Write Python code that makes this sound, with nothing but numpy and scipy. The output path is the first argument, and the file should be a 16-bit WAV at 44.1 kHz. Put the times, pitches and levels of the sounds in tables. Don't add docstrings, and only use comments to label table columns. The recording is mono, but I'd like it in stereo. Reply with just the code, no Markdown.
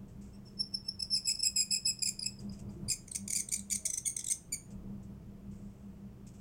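import sys
import numpy as np
from scipy import signal
from scipy.fft import rfft, irfft, next_fast_len
from scipy.io import wavfile

SR = 44100
rng = np.random.default_rng(int(sys.argv[2]) if len(sys.argv) > 2 else 0)


def output_pcm(signal):
    pcm = np.clip(np.atleast_2d(signal).T, -1, 1) * 32767
    wavfile.write(sys.argv[1], SR, np.round(pcm).astype(np.int16))


N = 282636
TIME = np.arange(N) / SR
LEAD_S = .008


def from_db(db):
    return 10 ** (np.asarray(db) / 20)


def rms_one(x):
    return x / np.sqrt(np.mean(x ** 2) + 1e-20)


def at_hz(points, hz):
    knots, values = np.transpose(points)
    return np.interp(np.log(np.maximum(hz, 1)), np.log(np.maximum(knots, 1)), values)


def curve(rows, seconds):
    knots, *columns = np.transpose(rows)
    return [np.interp(seconds, knots, column) for column in columns]


def bins(size):
    return np.arange(size // 2 + 1) * SR / size


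def coloured(x, spectrum):
    size = x.shape[-1]
    return irfft(rfft(x) * from_db(at_hz(spectrum, bins(size))), size)


def drift(rate_hz, size):
    padded = next_fast_len(size + SR // 10)
    spectrum = rfft(rng.standard_normal(padded)) / (1 + (bins(padded) / rate_hz) ** 2)
    return rms_one(irfft(spectrum, padded))[:size]


def add(track, start_s, sound):
    i = max(round(start_s * SR), 0)
    track[i:i + len(sound)] += sound[:max(N - i, 0)]


def room_noise(spectrum):
    # frequency in Hz, correlation of left and right.
    likeness = [(30, .92), (150, 0.88), (280, 0.71), (500, 0.49), (1000, -0.091), (3000, -0.042),
                (16000, 0.21)]
    size = next_fast_len(N)
    alike = at_hz(likeness, bins(size))
    mid, side = rfft(rng.standard_normal((2, size)))
    pair = np.sqrt(1 + alike) * mid + np.sqrt(1 - alike) * side * [[1], [-1]]
    return rms_one(irfft(pair * from_db(at_hz(spectrum, bins(size))), size)[:, :N])


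def machine_hum(throb_hz=5.3, throb_db=5.0, throb_peak_s=.02, waver_hz=6.0, usual_db=-54):
    # frequency in Hz, offset in dB, share of the level swing it follows.
    tones = [(65, -13.5, .6), (101.2, -11.5, 0.84), (122.6, -13, 0.4), (170, -13, .3), (199.6, -3, 1)]
    # time in seconds, level in dB.
    ride = [(0, -54), (1.1, -54), (1.35, -59), (2.3, -55.5), (2.45, -45.5), (2.87, -52), (3.1, -64.5),
            (3.22, -46), (3.53, -58), (3.76, -44.5), (3.8, -67), (4.6, -65.5), (4.74, -52.5), (4.96, -46),
            (5.22, -54), (5.5, -47.5), (5.8, -50), (6.4, -52)]
    throb = throb_db * np.cos(2 * np.pi * throb_hz * (TIME - throb_peak_s))
    swing_db = curve(ride, TIME)[0] + throb - usual_db
    hum = 0
    for hz, offset_db, follows in tones:
        turns = hz * TIME + .05 * drift(waver_hz, N) + rng.random()
        level_db = usual_db + offset_db + follows * swing_db + 2.0 * drift(waver_hz, N)
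        hum = hum + np.sqrt(2) * from_db(level_db) * np.sin(2 * np.pi * turns)
    return hum


def still_air(level_db=-62):
    # frequency in Hz, relative noise density in dB.
    air_colour = [(25, -5.5), (100, -5), (250, -13), (500, -17.5), (1000, -22.5), (1700, -25.5),
                  (3000, -29), (3900, -35.5), (5200, -33), (8000, -35), (11000, -40.5), (14800, -36),
                  (16000, -38)]
    return from_db(level_db) * room_noise(air_colour)


def room_and_hand_rumble(steady_rub_db=-7.5, shift_rub_db=-10.5):
    # time in seconds, level in dB.
    ride = [(0, -52.5), (1, -57), (1.6, -59.5), (2.3, -55.5), (3.5, -56.5), (3.9, -57.5), (4.6, -57.5),
            (5.1, -53), (6.4, -53.5)]
    # middle in seconds, half-width in seconds, peak level in dB.
    hand_shifts = [(0.537, 0.068, -57), (1.097, 0.078, -54), (2.462, 0.079, -45.5), (2.687, 0.095, -44.5),
                   (2.857, 0.049, -42), (3.282, 0.03, -48), (4.522, 0.047, -49), (4.787, 0.13, -47.5),
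                   (4.95, 0.074, -49.5), (5.13, 0.057, -52.5), (5.52, 0.12, -58)]
    # frequency in Hz, relative noise density in dB.
    rumble_colour = [(15, -26.5), (26, -4.5), (34, 2.5), (48, -26.5), (58, 0.5), (66, 1.5), (79, -19),
                     (99, -0.5), (110, -7.5), (126, 1.5), (150, -10.5), (172, -3), (200, -5.5), (260, -27),
                     (500, -57.5)]
    rub_colour = [(120, -16.5), (230, 0.5), (280, 0), (345, -1), (420, -4.5), (480, -4.5), (550, -14.5),
                  (640, -5.5), (760, -16), (950, -13.5), (1300, -19), (1700, -35), (3000, -41.5),
                  (5000, -56.5)]
    steady = from_db(curve(ride, TIME)[0])
    shifts = sum(from_db(db) * np.exp(-((TIME - middle) / width) ** 2)
                 for middle, width, db in hand_shifts)
    rumble = np.hypot(steady, shifts) * room_noise(rumble_colour)
    rub_level = np.hypot(from_db(steady_rub_db) * steady, from_db(shift_rub_db) * shifts)
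    return rumble + rub_level * room_noise(rub_colour)


def paper_rustle(gain_db=2.0, grain_db=2.0, rise_s=.006):
    # start in seconds, time constant of the fading power in seconds, relative level in dB.
    brushes = [(.08, 0.017, -67), (.21, 0.037, -64), (.45, 0.081, -73), (2.395, 0.015, -56.5),
               (2.518, 0.019, -57), (2.59, 0.0077, -54.5), (2.699, 0.029, -65.5), (4.703, .011, -58),
               (5.027, 0.0098, -62), (5.509, 0.12, -70.5), (5.795, .017, -86), (6.265, 0.012, -55),
               (6.335, 0.05, -67.5)]
    # frequency in Hz, relative noise density in dB.
    paper_colour = [(1500, -17), (2500, -0.5), (4000, -10), (5200, 0.5), (8000, 7), (10000, -13),
                    (13000, -12), (16000, -31)]
    envelope, t = np.zeros(N), TIME[:SR // 2]
    for start, fade_s, db in brushes:
        add(envelope, start, from_db(db + gain_db) * np.tanh(t / rise_s) * np.exp(-t / fade_s / 2))
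    grain = rms_one(from_db(grain_db * drift(300, N)))
    return envelope * grain * room_noise(paper_colour)


def squeak(length, level_db, slip_hz, glide, sag, swell_db, odd_db, tilt_db, rough):
    # frequency in Hz, gain in dB.
    reed_response = [(1600, -34.5), (2200, -4), (2550, -13.5), (3000, -15), (3500, -4), (4200, -19),
                     (4700, -8.5), (5200, -1.5), (6200, 5.5), (7650, -4), (8800, 1), (10200, -15),
                     (12500, -25), (15500, -28)]
    # frequency in Hz, relative noise density in dB.
    hiss_colour = [(1000, -46), (4000, -24), (6500, -4), (9000, -5.5), (11500, -12.5), (15000, 0.5)]
    size = next_fast_len(round((length + 2 * LEAD_S) * SR))
    t = np.arange(size) / SR - LEAD_S
    along = np.clip(t / length, 0, 1)
    hoarse = rough * (.85 + .4 * along ** 2)
    fibres = drift(91, size)
    fibres = fibres - fibres.mean()
    bend = (.009 + .036 * rough) * fibres
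    flutter_db = 7.0 * np.sqrt(rough) * np.tanh(fibres)
    dive = .12 * rough * np.exp(np.minimum(t - length, 0) / .002)
    contour = 1 + glide * (1 - along) ** 2 - sag * along ** 6 - dive
    jitter = .04 * hoarse * drift(830, size)
    phase = 2 * np.pi * np.cumsum(slip_hz * contour * (1 + bend + jitter)) / SR
    tone = sum(from_db(odd_db * (k % 2) + tilt_db * np.log2(k))
               * np.sin(k * phase + 2 * np.pi * rng.random()) for k in range(1, 8))
    puffs = rng.standard_normal((2, size)) * (1 + np.cos(phase))
    scrape = from_db(-9.0) * hoarse ** 2 * 2 * rms_one(coloured(puffs[0], reed_response))
    hiss = from_db(-18.5 + odd_db / 2) * np.sqrt(rough) * rms_one(coloured(puffs[1], hiss_colour))
    voice = rms_one(coloured(tone, reed_response)) + scrape + hiss
    edge_s = .0035 / (1 + 3 * rough)
    gate = (1 + np.tanh(t / edge_s)) * (1 + np.tanh((length - t) / edge_s))
    sound = voice * gate * from_db(swell_db * along + flutter_db)
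    return from_db(level_db) * sound / np.sqrt(np.sum(sound ** 2) / (length * SR))


def squeak_voicing(start, level_db, grip, breakaway, usual_db=-28):
    # time in seconds, slip rate in Hz under a light
    # grip, the same under a firm grip, roughness from 0 to 1, tilt of the partials in dB per octave.
    strokes = [(.6, 2687, 2708, .14, 3.5), (1.15, 2670, 2557, 0.28, 2), (1.45, 2658, 2571, 0.21, 2.2),
               (1.85, 2611, 2565, 0.14, 1.5), (2.08, 2514, 2524, 0.35, 3), (2.5, 2497, 2547, .2, -4),
               (2.9, 2208, 2458, .45, 3.5), (3.15, 2096, 2296, 0.8, 5), (3.38, 2020, 2326, .55, 5),
               (3.73, 1855, 2266, .66, 4.5), (3.96, 1930, 2008, .52, 5), (4.06, 1695, 2239, 0.3, 6.5),
               (4.2, 1860, 2062, .78, 4), (4.31, 1700, 2218, .62, 6.5), (4.53, 2200, 2335, .24, 4)]
    light_hz, firm_hz, rough, tilt_db = curve(strokes, start)

    def by_grip(light, firm):
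        return light + (firm - light) * grip

    rough = by_grip(.59, 1) * rough
    scatter = .02496 * rough * rng.standard_normal()
    return dict(
        slip_hz=by_grip(light_hz, firm_hz) * (1 + scatter),
        glide=by_grip(.0056, -.02) + .0556 * rough,
        sag=.019 + .17 * rough ** 2 + .077 * breakaway,
        swell_db=by_grip(11.5, 1),
        odd_db=by_grip(-34, 0),
        tilt_db=tilt_db + by_grip(-6, 0) + .25 * (level_db - usual_db),
        rough=rough)


def pen(catch_s=.008):
    # start in seconds, length in seconds, level in dB, grip from 0 (light) to 1 (firm).
    squeaks = [(0.331, 0.033, -62.5, 0.87), (0.455, 0.035, -55.5, .45), (0.572, 0.024, -48.5, 0.1),
               (0.594, 0.021, -26.5, 0.01), (0.725, 0.013, -54.5, 0.73), (0.739, 0.014, -27, 0.08),
               (0.846, 0.032, -52.5, 0.73), (0.882, 0.011, -27.5, 0), (0.994, 0.014, -34.5, 0.53),
               (1.022, 0.0088, -27, 0.52), (1.102, 0.022, -34, 0.23), (1.122, 0.034, -25, 0.12),
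               (1.159, 0.021, -30.5, 0.75), (1.247, 0.019, -34.5, 0.3), (1.272, 0.025, -27.5, 1),
               (1.294, .03, -29.5, 0.83), (1.349, .008, -33, 0.33), (1.391, 0.018, -33, 0.55),
               (1.429, 0.019, -26.5, 0.79), (1.453, 0.022, -25, 1), (1.561, 0.022, -27, 0.98),
               (1.585, 0.031, -27.5, 0.99), (1.619, 0.013, -30.5, 0.99), (1.709, 0.0084, -26, 0.5),
               (1.719, 0.033, -27, 0.96), (1.756, 0.019, -32.5, 0.98), (1.851, .016, -25, 0.09),
               (1.869, 0.039, -28, 1), (1.99, 0.0048, -38, 0.5), (2.022, 0.014, -26.5, .85),
               (2.056, 0.023, -29, 0.88), (2.085, 0.0092, -27, 1), (2.192, 0.0046, -30.5, 0.45),
               (2.218, 0.015, -33, 0.07), (2.239, 0.0082, -40, 0.97), (2.259, 0.01, -27.5, 1),
               (2.388, 0.0067, -49, 0), (2.493, 0.0055, -48.5, 0), (2.532, 0.0098, -57, 0.4),
               (2.578, 0.011, -67, 0.6), (2.691, 0.0091, -63, 0.5), (2.883, .012, -32, .45),
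               (2.899, 0.027, -28, 0.99), (2.928, .014, -36.5, 0.99), (3.078, 0.0052, -41.5, 1),
               (3.114, 0.0064, -35.5, 0.16), (3.149, .012, -28.5, 0.94), (3.278, 0.0035, -29.5, 0.92),
               (3.3, 0.0086, -27.5, 0.99), (3.326, 0.0087, -25.5, 0.97), (3.35, .027, -28, 0.9),
               (3.385, 0.023, -30, 0.97), (3.488, 0.0028, -33, 0.53), (3.516, 0.012, -28, 0.93),
               (3.531, 0.014, -26, 0.97), (3.561, 0.0054, -32, 0.53), (3.592, 0.0044, -36.5, 0.49),
               (3.701, 0.0022, -32, 0.46), (3.709, .024, -26, 0.99), (3.746, 0.016, -29.5, .8),
               (3.854, 0.014, -25, 0.94), (3.899, 0.0079, -29, 0.96), (3.933, 0.011, -29.5, 1),
               (3.974, 0.012, -29, 1), (4.052, 0.0087, -32.5, 0.03), (4.058, 0.024, -25.5, 0.97),
               (4.097, 0.0075, -35.5, .85), (4.165, 0.0049, -27.5, 0.9), (4.187, .01, -33.5, 0.98),
               (4.205, 0.0074, -40, 0.83), (4.243, 0.0055, -33.5, .8), (4.265, .006, -32.5, 0.5),
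               (4.282, 0.0064, -30.5, 0.5), (4.3, 0.025, -26, 0.9), (4.524, 0.023, -28.5, 0.97)]
    starts, lengths, _, grips = np.transpose(squeaks)
    gaps = np.maximum(starts[1:] - starts[:-1] - lengths[:-1], 0)
    breakaways = np.append(grips[1:] * np.exp(-gaps / catch_s), 0)
    track = np.zeros(N)
    for (start, length, level_db, grip), breakaway in zip(squeaks, breakaways):
        voicing = squeak_voicing(start, level_db, grip, breakaway)
        add(track, start - LEAD_S, squeak(length, level_db, **voicing))
    return track


def desk_stereo(x):
    # frequency in Hz, left minus right in dB.
    balance = [(1800, -0.5), (2600, -7.5), (3900, -3), (4750, -21), (5300, -5.5), (6000, 20), (7000, -7),
               (7700, -13), (8800, 3.5), (10200, 7.5), (11200, 1.5), (15000, 1)]
    # frequency in Hz, phase lead of the left side in radians.
    phase_lead = [(1500, -1.77), (2500, -2), (4740, -2.17), (5200, -1.4), (5940, -3.5), (6800, -4),
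                  (7670, -6), (8300, -6.5), (9900, 0.3), (16000, -2.5)]
    size = next_fast_len(N)
    sides = np.array([[.5], [-.5]])
    gains = from_db(sides * at_hz(balance, bins(size)))
    gains = gains / np.sqrt(np.mean(gains ** 2, axis=0))
    turn = np.exp(1j * sides * at_hz(phase_lead, bins(size)))
    return irfft(rfft(x, size) * gains * turn, size)[:, :N]


def room_reverb(x, early_db=-8.5, early_t60=.16, late_db=-17.0, late_t60=.36, predelay_s=.0015):
    t = TIME[:SR // 2]
    fade_in = np.clip((t - predelay_s) / .0032, 0, 1)
    response = 0
    for db, t60 in ((early_db, early_t60), (late_db, late_t60)):
        echoes = rng.standard_normal((2, len(t))) * fade_in * from_db(-60 * t / t60)
        response = response + from_db(db) * rms_one(echoes) / np.sqrt(len(t))
    return signal.fftconvolve(x[None], response, axes=1)[:, :N]


def hollow_tones():
    # middle in seconds, half-width in seconds, pitch in Hz, peak level in dB.
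    tones = [(2.627, 0.072, 680, -67), (2.777, 0.053, 348, -51), (3.865, 0.085, 640, -64.5)]
    # multiple of the pitch, gain in dB.
    band = [(.6, -52), (.88, -18.5), (1, 1), (1.12, -26), (1.6, -66)]
    track = np.zeros(N)
    for middle, width, hz, db in tones:
        ring = coloured(rng.standard_normal(SR), [(hz * ratio, gain) for ratio, gain in band])
        swell = np.exp(-2 * ((TIME[:SR] - .5) / width) ** 2)
        add(track, middle - .5, from_db(db) * rms_one(ring) * swell)
    return track


def scene():
    nib = pen()
    foreground = desk_stereo(nib) + room_reverb(nib) + paper_rustle() + hollow_tones()
    return foreground + machine_hum() + room_and_hand_rumble() + still_air()


def record(dry):
    return signal.sosfiltfilt(signal.ellip(10, .05, 60, 16000, fs=SR, output="sos"), dry)


dry = scene()
out = record(dry)
output_pcm(out)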